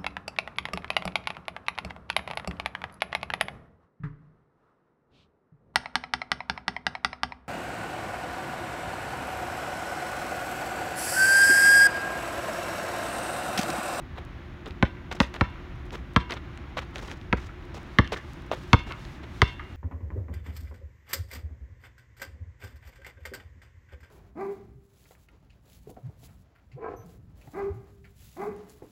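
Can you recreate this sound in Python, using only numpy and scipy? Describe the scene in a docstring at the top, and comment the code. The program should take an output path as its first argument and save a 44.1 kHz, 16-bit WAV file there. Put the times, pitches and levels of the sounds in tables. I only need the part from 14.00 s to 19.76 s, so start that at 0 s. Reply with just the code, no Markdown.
"""An asphalt lot, where a basketball is dribbled towards a microphone near the ground.
Each bounce cracks, sends a bending wave round the shell, thumps and leaves the air inside pinging.
A near wall and a building throw the slap back. Shoes scuff on grit, heels knock, stones and fingers
tick, and denim swishes as the player closes in. Far traffic murmurs underneath."""
import sys
import numpy as np
from scipy import signal
from scipy.fft import rfft, irfft
from scipy.io import wavfile

SR = 44100
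rng = np.random.default_rng(int(sys.argv[2]) if len(sys.argv) > 2 else 0)


def persist_wave(psi):
    """Save psi, clipped to +-1, as 16-bit WAV."""
    counts = np.round(np.clip(psi, -1, 1) * 32767).astype(np.int16)
    wavfile.write(sys.argv[1], SR, np.atleast_2d(counts).T)


N = 254016
SHOT = np.arange(int(.7 * SR)) / SR   # time axis of a one-shot, in seconds

# The dribble. Each row: start in seconds, slap, thump and shell flex levels in dB, slap resonance
# in Hz, treble tilt in dB per octave, air ping gain in dB, ping centre in Hz.
BOUNCES = [(0.8262, -21, -16, -10, 1020, -0.5, -41.5, 900), (1.2025, -19.5, -23, -10.5, 1170, 4, -47, 1300),
           (1.4102, -22, -14.5, -15.5, 1170, 0, -40.5, 1150),
           (2.1624, -18.5, -13.5, -11, 1210, 2, -38.5, 1050),
           (3.3276, -22, -21.5, -15, 1700, -3, -56, 1500), (3.9865, -16.5, -10, -9.5, 2090, 0, -40, 1650),
           (4.7312, -15, -5.5, -8.5, 1210, 3, -38, 2500), (5.418, -17, -9.5, -21.5, 2100, 4, -36.5, 2820)]


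def ball():
    """Rubber slaps asphalt, the ball squashes, flexes and wobbles free, and the lot answers."""
    out = np.zeros(N)
    thump = swell(hz=98.4, start_s=0.005, length_s=0.0176)
    flex = swell(hz=199.2, start_s=0.00078, length_s=0.01077)
    wobble = late(np.sin(2 * np.pi * 62 * SHOT) * dying(0.21), 0.015)
    for s, slap_db, thump_db, flex_db, ring_hz, tilt_db, ping_db, ping_hz in BOUNCES:
        # a brighter bounce is a harder one: more flex laps the shell, more sand is crushed
        lap_db = flex_db - 1 + 1.9 * tilt_db
        sand_db = slap_db - 41.5 + 0.5 * tilt_db
        body_db = 0.36 * (flex_db - slap_db - 8.5)   # the low rattle follows the flex
        smack = from_db(slap_db) * slap(ring_hz, tilt_db, lap_db, body_db)
        hit = smack + from_db(thump_db) * thump + from_db(flex_db) * flex + from_db(-25) * wobble
        add(out, s, hit + from_db(sand_db) * crushed_sand() + from_db(ping_db) * air_ping(ping_hz))
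        add_echoes(out, s, hit, smack)
    return out


# The rattle in the slap. Each row: frequency in Hz, relative density in dB, 60 dB decay in seconds.
SHELL_RATTLE = [(314, 4, 0.092), (484, 2.5, 0.095), (660, -4.5, 0.045), (940, 1, 0.036), (1310, 1.5, 0.036),
                (1970, -4.5, 0.011), (3400, -14.5, 0.016), (5080, -26.5, 0.022), (8000, -43.5, 0.0079),
                (15000, -57, 0.014)]


def shell_rattle(tilt_db, body_db):
    """The struck rubber rattles: half-octave noise bands, the lows hanging on longest."""
    rattle = 0
    edges_hz = 280 * 2 ** np.arange(0, 6.1, .5)
    for low, high in zip(edges_hz, edges_hz[1:]):
        hz = np.sqrt(low * high)
        db, t60 = at_hz(SHELL_RATTLE, hz)
        treble_octaves = np.clip(np.log2(hz / 1500), 0, 2)
        db = db + body_db * (hz < 560) + tilt_db * treble_octaves
        burst = unit_hit(band(noise_burst(t60), low, high, order=3))
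        rattle = rattle + burst * np.sqrt(high - low) * from_db(db)
    return unit_hit(rattle)


def slap(ring_hz, tilt_db, lap_db, body_db, wave_hz=2600, wave_fall_s=0.003625, contact_s=0.016):
    """First contact cracks, the shell rattles and rings, and a bending wave arrives highs first."""
    crack = unit_hit(band(1. * (SHOT == 0), 1070, 3100 * from_db(0.5 * tilt_db), order=3))
    ring = unit_hit(np.sin(2 * np.pi * ring_hz * SHOT) * dying(0.016))
    wave_cycles = wave_hz * wave_fall_s * (1 - np.exp(-SHOT / wave_fall_s))
    wave = unit_hit(np.sin(2 * np.pi * wave_cycles) * dying(0.16))
    tones = band(from_db(-5) * ring + from_db(-8) * wave, 118, 3200)
    attack = from_db(-6) * crack + from_db(-0.5) * shell_rattle(tilt_db, body_db) + tones
    # the wave comes round the ball once more, duller; the shell falls still as it leaves the ground
    lap = from_db(lap_db) * late(band(attack, 540, 1680), 0.0096)
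    choke = 1 / np.sqrt(1 + (SHOT / contact_s) ** 10)
    return unit_hit((attack + lap) * choke)


# The air inside the ball. Each row: mode in Hz, relative level in dB, 60 dB decay in seconds.
AIR_MODES = [(982, 1, 0.44), (1560, -7.5, 0.57), (2180, -5.5, 0.71), (2707, -3.5, 0.53), (2820, -8.5, 0.98),
             (3180, -10, 0.61), (3670, -17.5, 0.26), (3520, 0, 0.38), (3960, -13, 0.39),
             (4350, -11.5, 0.44), (5300, -7, 0.27), (5879, -36, .18)]


def air_ping(centre_hz, width_octaves=1.3, detune=0.00384, twin_db=-7):
    """The enclosed air rings; the side turned to the listener decides which modes stand out."""
    out = 0
    for hz, db, t60 in AIR_MODES:
        facing = 1 / np.sqrt(1 + (2 * np.log2(hz / centre_hz) / width_octaves) ** 2)
        # the ball is not quite round, so each mode beats against a twin
        twin_hz = hz * (1 + detune * rng.normal())
        twin = from_db(twin_db) * np.sin(2 * np.pi * (twin_hz * SHOT + rng.random()))
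        out = out + facing * from_db(db) * (np.sin(2 * np.pi * hz * SHOT) + twin) * dying(t60)
    return out


def crushed_sand():
    """Sand cracks under the ball, a short fizz on top of the hit."""
    return unit_hit(band(noise_burst(t60=0.025), 3200, 10600, order=1))


def add_echoes(out, s, hit, smack, wall_m=12.5, building_m=32.8):
    """Mix in one bounce's reflections; wall and building stand behind the player."""
    # ground and trees scatter a thin tail
    add(out, s, from_db(-16) * echo(hit, 89, 9900, smear_t60=0.24, scatter_db=20))
    # the wall's slapback comes later and weaker as the player leaves it
    wall_s = echo_delay(s, wall_m)
    wall_gain = from_db(-12.5) * 0.019 / wall_s
    add(out, s + wall_s, wall_gain * echo(smack, 1540, 12000, smear_t60=0.12, scatter_db=8))
    # the building answers last, fainter while the player is far off under the trees
    far_echo = from_db(-18.5 - distance(s)) * echo(smack, 1000, 2500, smear_t60=0.23, scatter_db=0.5)
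    add(out, s + echo_delay(s, building_m), far_echo)


def echo(x, low_hz, high_hz, smear_t60, scatter_db):
    """A band-limited reflection, smeared by the rough face that returns it."""
    scatter = noise_burst(smear_t60)
    response = (SHOT == 0) + from_db(scatter_db) * scatter / np.linalg.norm(scatter)
    smeared = signal.fftconvolve(x, response / np.linalg.norm(response))[:len(x)]
    return band(smeared, low_hz, high_hz)


def echo_delay(s, face_m, sound_m_per_s=343):
    """Round trip in seconds from the player to a surface face_m from the microphone."""
    return 2 * max(face_m - distance(s), 1) / sound_m_per_s


# The player's approach. Each row: time in seconds, distance in metres.
APPROACH = [(0, 8.9), (1.4, 7.8), (2.2, 5.8), (3.3, 5.3), (4.0, 2.7), (5.76, 2.34)]


def distance(s):
    """Metres from the player to the microphone at time s."""
    return np.maximum(np.interp(s, *np.transpose(APPROACH)), 1)


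# The colours of a scuff: dull sole, mid scrape, bright grit.
# Each row: frequency in Hz, relative density in dB.
SOLE_SPECTRUM = [(150, 3), (420, 11), (650, 4), (1100, 1.5), (1800, -33)]
SCRAPE_SPECTRUM = [(700, 1), (1300, 5), (2300, 0), (3900, -5), (5000, -19.5), (7500, -50)]
GRIT_SPECTRUM = [(3000, 0), (5500, 4), (7000, -0.5), (8500, -8.5), (11000, -13.5), (16000, -19)]
# The footwork. Each row: start, attack and slide length in seconds, sole, scrape and grit levels in dB.
STEPS = [(0.152, 0.031, 0.039, -45, -45, -64), (0.654, 0.0045, 0.03, -44, -44.5, -59),
         (1.11, 0.006, 0.017, -46, -37, -51), (1.146, .004, 0.0085, -39.5, -46, -53.5),
         (1.2, .002, 0.032, -57, -49, -45.5), (1.338, .002, 0.026, -39, -40, -55),
         (1.916, 0.012, 0.04, -38.5, -40.5, -52), (2.289, 0.027, 0.051, -40, -32.5, -51),
         (2.767, 0.0072, 0.021, -39.5, -28.5, -46.5), (2.938, 0.028, 0.061, -46, -40.5, -54),
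         (3.008, 0.012, 0.127, -47, -48.5, -55), (3.36, 0.023, .11, -68, -52, -59.5),
         (3.741, 0.0044, 0.037, -43, -45, -52), (4.118, 0.0054, 0.024, -30, -31.5, -42),
         (4.514, 0.0012, 0.035, -37.5, -39.5, -52), (4.861, 0.011, 0.056, -44, -46.5, -57),
         (5.223, 0.012, .02, -51, -48, -64)]


def footfalls(release_t60=0.051, toe_s=0.042, toe_db=-13.5):
    """Soles land and slide in fits, crushing loose grit: heel first, then a softer forefoot."""
    out = np.zeros(N)
    textures = [coloured(grains(per_s=9000, spread_db=2.8, clump_db=4), SOLE_SPECTRUM),
                coloured(grains(per_s=4000, spread_db=3.5, clump_db=4.5), SCRAPE_SPECTRUM),
                coloured(grains(per_s=1800, spread_db=3.1, clump_db=3), GRIT_SPECTRUM)]
    for layer, texture in enumerate(textures):
        pressure = np.zeros(N)
        for s, attack_s, slide_s, *levels_db in STEPS:
            release = from_db(-60 * np.maximum(SHOT - slide_s, 0) / release_t60)
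            heel = np.minimum(SHOT / attack_s, 1) * release
            toe = from_db(toe_db) * late(heel, toe_s)
            add(pressure, s, from_db(levels_db[layer]) * np.maximum(heel, toe))
        out += texture * pressure
    slipping = from_db(1.5 * drift(per_s=70))
    return out * slipping


# Hard heel strikes. Each row: start in seconds, level of the knock in dB.
HEELS = [(2.770, -37.5), (3.745, -48.5), (4.122, -40), (4.5148, -28.5)]


def heels(knock_hz=630):
    """A hard heel rings one damped resonance, clicks and snaps the grit it lands on."""
    out = np.zeros(N)
    ring = np.sin(2 * np.pi * knock_hz * SHOT) * dying(0.013)
    knock = unit_hit(band(ring, knock_hz / 2, knock_hz * 2))
    click = unit_hit(band(1. * (SHOT == 0), knock_hz * 1.43, knock_hz * 2.05))
    for s, db in HEELS:
        add(out, s, from_db(db) * (knock + from_db(-7) * click + from_db(6) * tick()))
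    return out


# The loudest dry ticks: stones underfoot and fingers tapping the ball.
# Each row: start in seconds, peak level in dB.
DRY_TICKS = [(.6603, -33), (0.7083, -30), (1.3418, -28), (1.9067, -29.5), (2.308, -23), (2.3218, -21),
             (2.5752, -32.5), (2.9584, -20.5), (2.9822, -29), (3.115, -23.5), (3.214, -35), (4.076, -26.5),
             (4.9221, -24.5), (5.0516, -32)]


def stones_and_fingers():
    """Stones and fingers tick sharply; small stones skitter at random, clearer as the player nears."""
    skitter = band(grains(per_s=8, spread_db=4.3, clump_db=6), 3000, 8600, order=1)
    out = from_db(-34) * skitter / distance(np.arange(N) / SR)
    for s, db in DRY_TICKS:
        add(out, s, from_db(db) * tick())
    return out


def tick():
    """One small, hard contact: a dry tick with peak 1."""
    burst = band(noise_burst(t60=0.0037), 1680, 3750)
    return burst / np.abs(burst).max()


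# The rub of denim. Each row: frequency in Hz, relative density in dB.
DENIM_SPECTRUM = [(1000, -3), (3500, 2.5), (4800, -2.5), (6600, -6.5), (8000, -12), (10500, -16),
                  (16000, -22)]


def denim(swing_s=0.31, flutter_db=2.5, falloff=2.33):
    """Denim swishes as each footfall frees the other leg to swing; it only carries close up."""
    leg_speed = np.full(N, from_db(-6))   # the legs still rub between swings
    for s, *_ in STEPS:
        add(leg_speed, s + 0.027, np.sin(np.pi * np.clip(SHOT / swing_s, 0, 1)))
    gain = from_db(-44 + flutter_db * drift(per_s=30)) / distance(np.arange(N) / SR) ** falloff
    return leg_speed * gain * coloured(rng.standard_normal(N), DENIM_SPECTRUM)


# The traffic bed, low rumble and airy wash. Each row: frequency in Hz, relative density in dB.
RUMBLE_SPECTRUM = [(20, -27), (33, -3.5), (50, 1), (75, 1.5), (97, -5), (120, -4), (180, -10.5),
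                   (205, -12.5), (290, -12.5), (325, -13.5), (358, -8), (410, -28), (800, -61.5)]
WASH_SPECTRUM = [(200, -13.5), (450, 1.5), (1100, 2), (2000, -0.5), (2400, -4), (3800, -11.5),
                 (4800, -20.5), (5400, -21), (7000, -26.5), (8000, -40), (10300, -41), (14500, -47),
                 (16000, -46)]


def traffic():
    """Distant roads blur into a rumble and a smooth wash, both wavering slightly."""
    rumble = from_db(-40.5 + 0.24 * drift(per_s=11)) * coloured(rng.standard_normal(N), RUMBLE_SPECTRUM)
    wash = from_db(-51 + drift(per_s=3.145)) * coloured(rng.standard_normal(N), WASH_SPECTRUM)
    return rumble + wash


def swell(hz, start_s, length_s):
    """A heavily damped mode that swells and dies while the ball is squeezed."""
    t = SHOT - start_s
    return np.sin(2 * np.pi * hz * t) * np.sin(np.pi * np.clip(t / length_s, 0, 1))


def grains(per_s, spread_db, clump_db):
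    """Random clicks of very unequal size, louder in clumps."""
    sizes = from_db(spread_db * np.minimum(rng.exponential(1, N), 4))
    clicks = (rng.random(N) < per_s / SR) * rng.choice([-1, 1], N)
    return clicks * sizes * from_db(clump_db * drift(per_s=200))


def noise_burst(t60):
    """White noise with an instant attack and a decay."""
    return rng.standard_normal(len(SHOT)) * dying(t60)


def dying(t60):
    """Envelope that falls 60 dB in t60 seconds."""
    return from_db(-60 * np.minimum(SHOT / t60, 5))


def drift(per_s):
    """A modulator that glides between random values of spread 1."""
    knots = rng.standard_normal(2000)
    return np.interp(np.arange(N) / SR * per_s, np.arange(len(knots)), knots)


def band(x, low_hz, high_hz, order=2):
    """Causal band-pass."""
    edges_hz = [low_hz, min(high_hz, SR / 2 - 500)]
    return signal.sosfilt(signal.butter(order, edges_hz, "band", fs=SR, output="sos"), x + 1e-18)


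def coloured(x, spectrum):
    """EQ a steady signal with a spectrum and scale it to rms 1."""
    curve_db = at_hz(spectrum, np.arange(N // 2 + 1) * SR / N)[0]
    shaped = irfft(rfft(x) * from_db(curve_db), N)
    return shaped / np.sqrt(np.mean(shaped ** 2) + 1e-20)


def at_hz(spectrum, hz):
    """Read every column of a spectrum on a log-frequency axis."""
    known_hz, *columns = np.transpose(spectrum)
    return [np.interp(np.log(hz + 1e-9), np.log(known_hz), column) for column in columns]


def unit_hit(x):
    """Scale a short burst to the energy of 25 ms at rms 1."""
    return x / np.sqrt(np.sum(x ** 2) / (.025 * SR) + 1e-20)


def from_db(db):
    """Decibels to gain."""
    return 10 ** (np.asarray(db) / 20)


def late(x, s):
    """Delay by s seconds."""
    return np.pad(x, (max(round(s * SR), 0), 0))[:len(x)]


def add(out, s, x):
    """Mix x in at s seconds."""
    i = max(round(s * SR), 0)
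    out[i:i + len(x)] += x[:N - i]


def scene():
    """Ball, player and traffic in a mono mix."""
    return (ball() + footfalls() + heels() + stones_and_fingers() + denim() + traffic())[None]


def record(dry):
    """The microphone sheds the deepest bass, clips at full scale and cuts the top."""
    low_cut = signal.butter(2, 27, "high", fs=SR, output="sos")
    high_cut = signal.ellip(10, .1, 80, 16000, fs=SR, output="sos")
    clipped = np.clip(signal.sosfilt(low_cut, dry), -1, 1)
    return signal.sosfilt(high_cut, clipped)


dry = scene()
out = record(dry)
persist_wave(out)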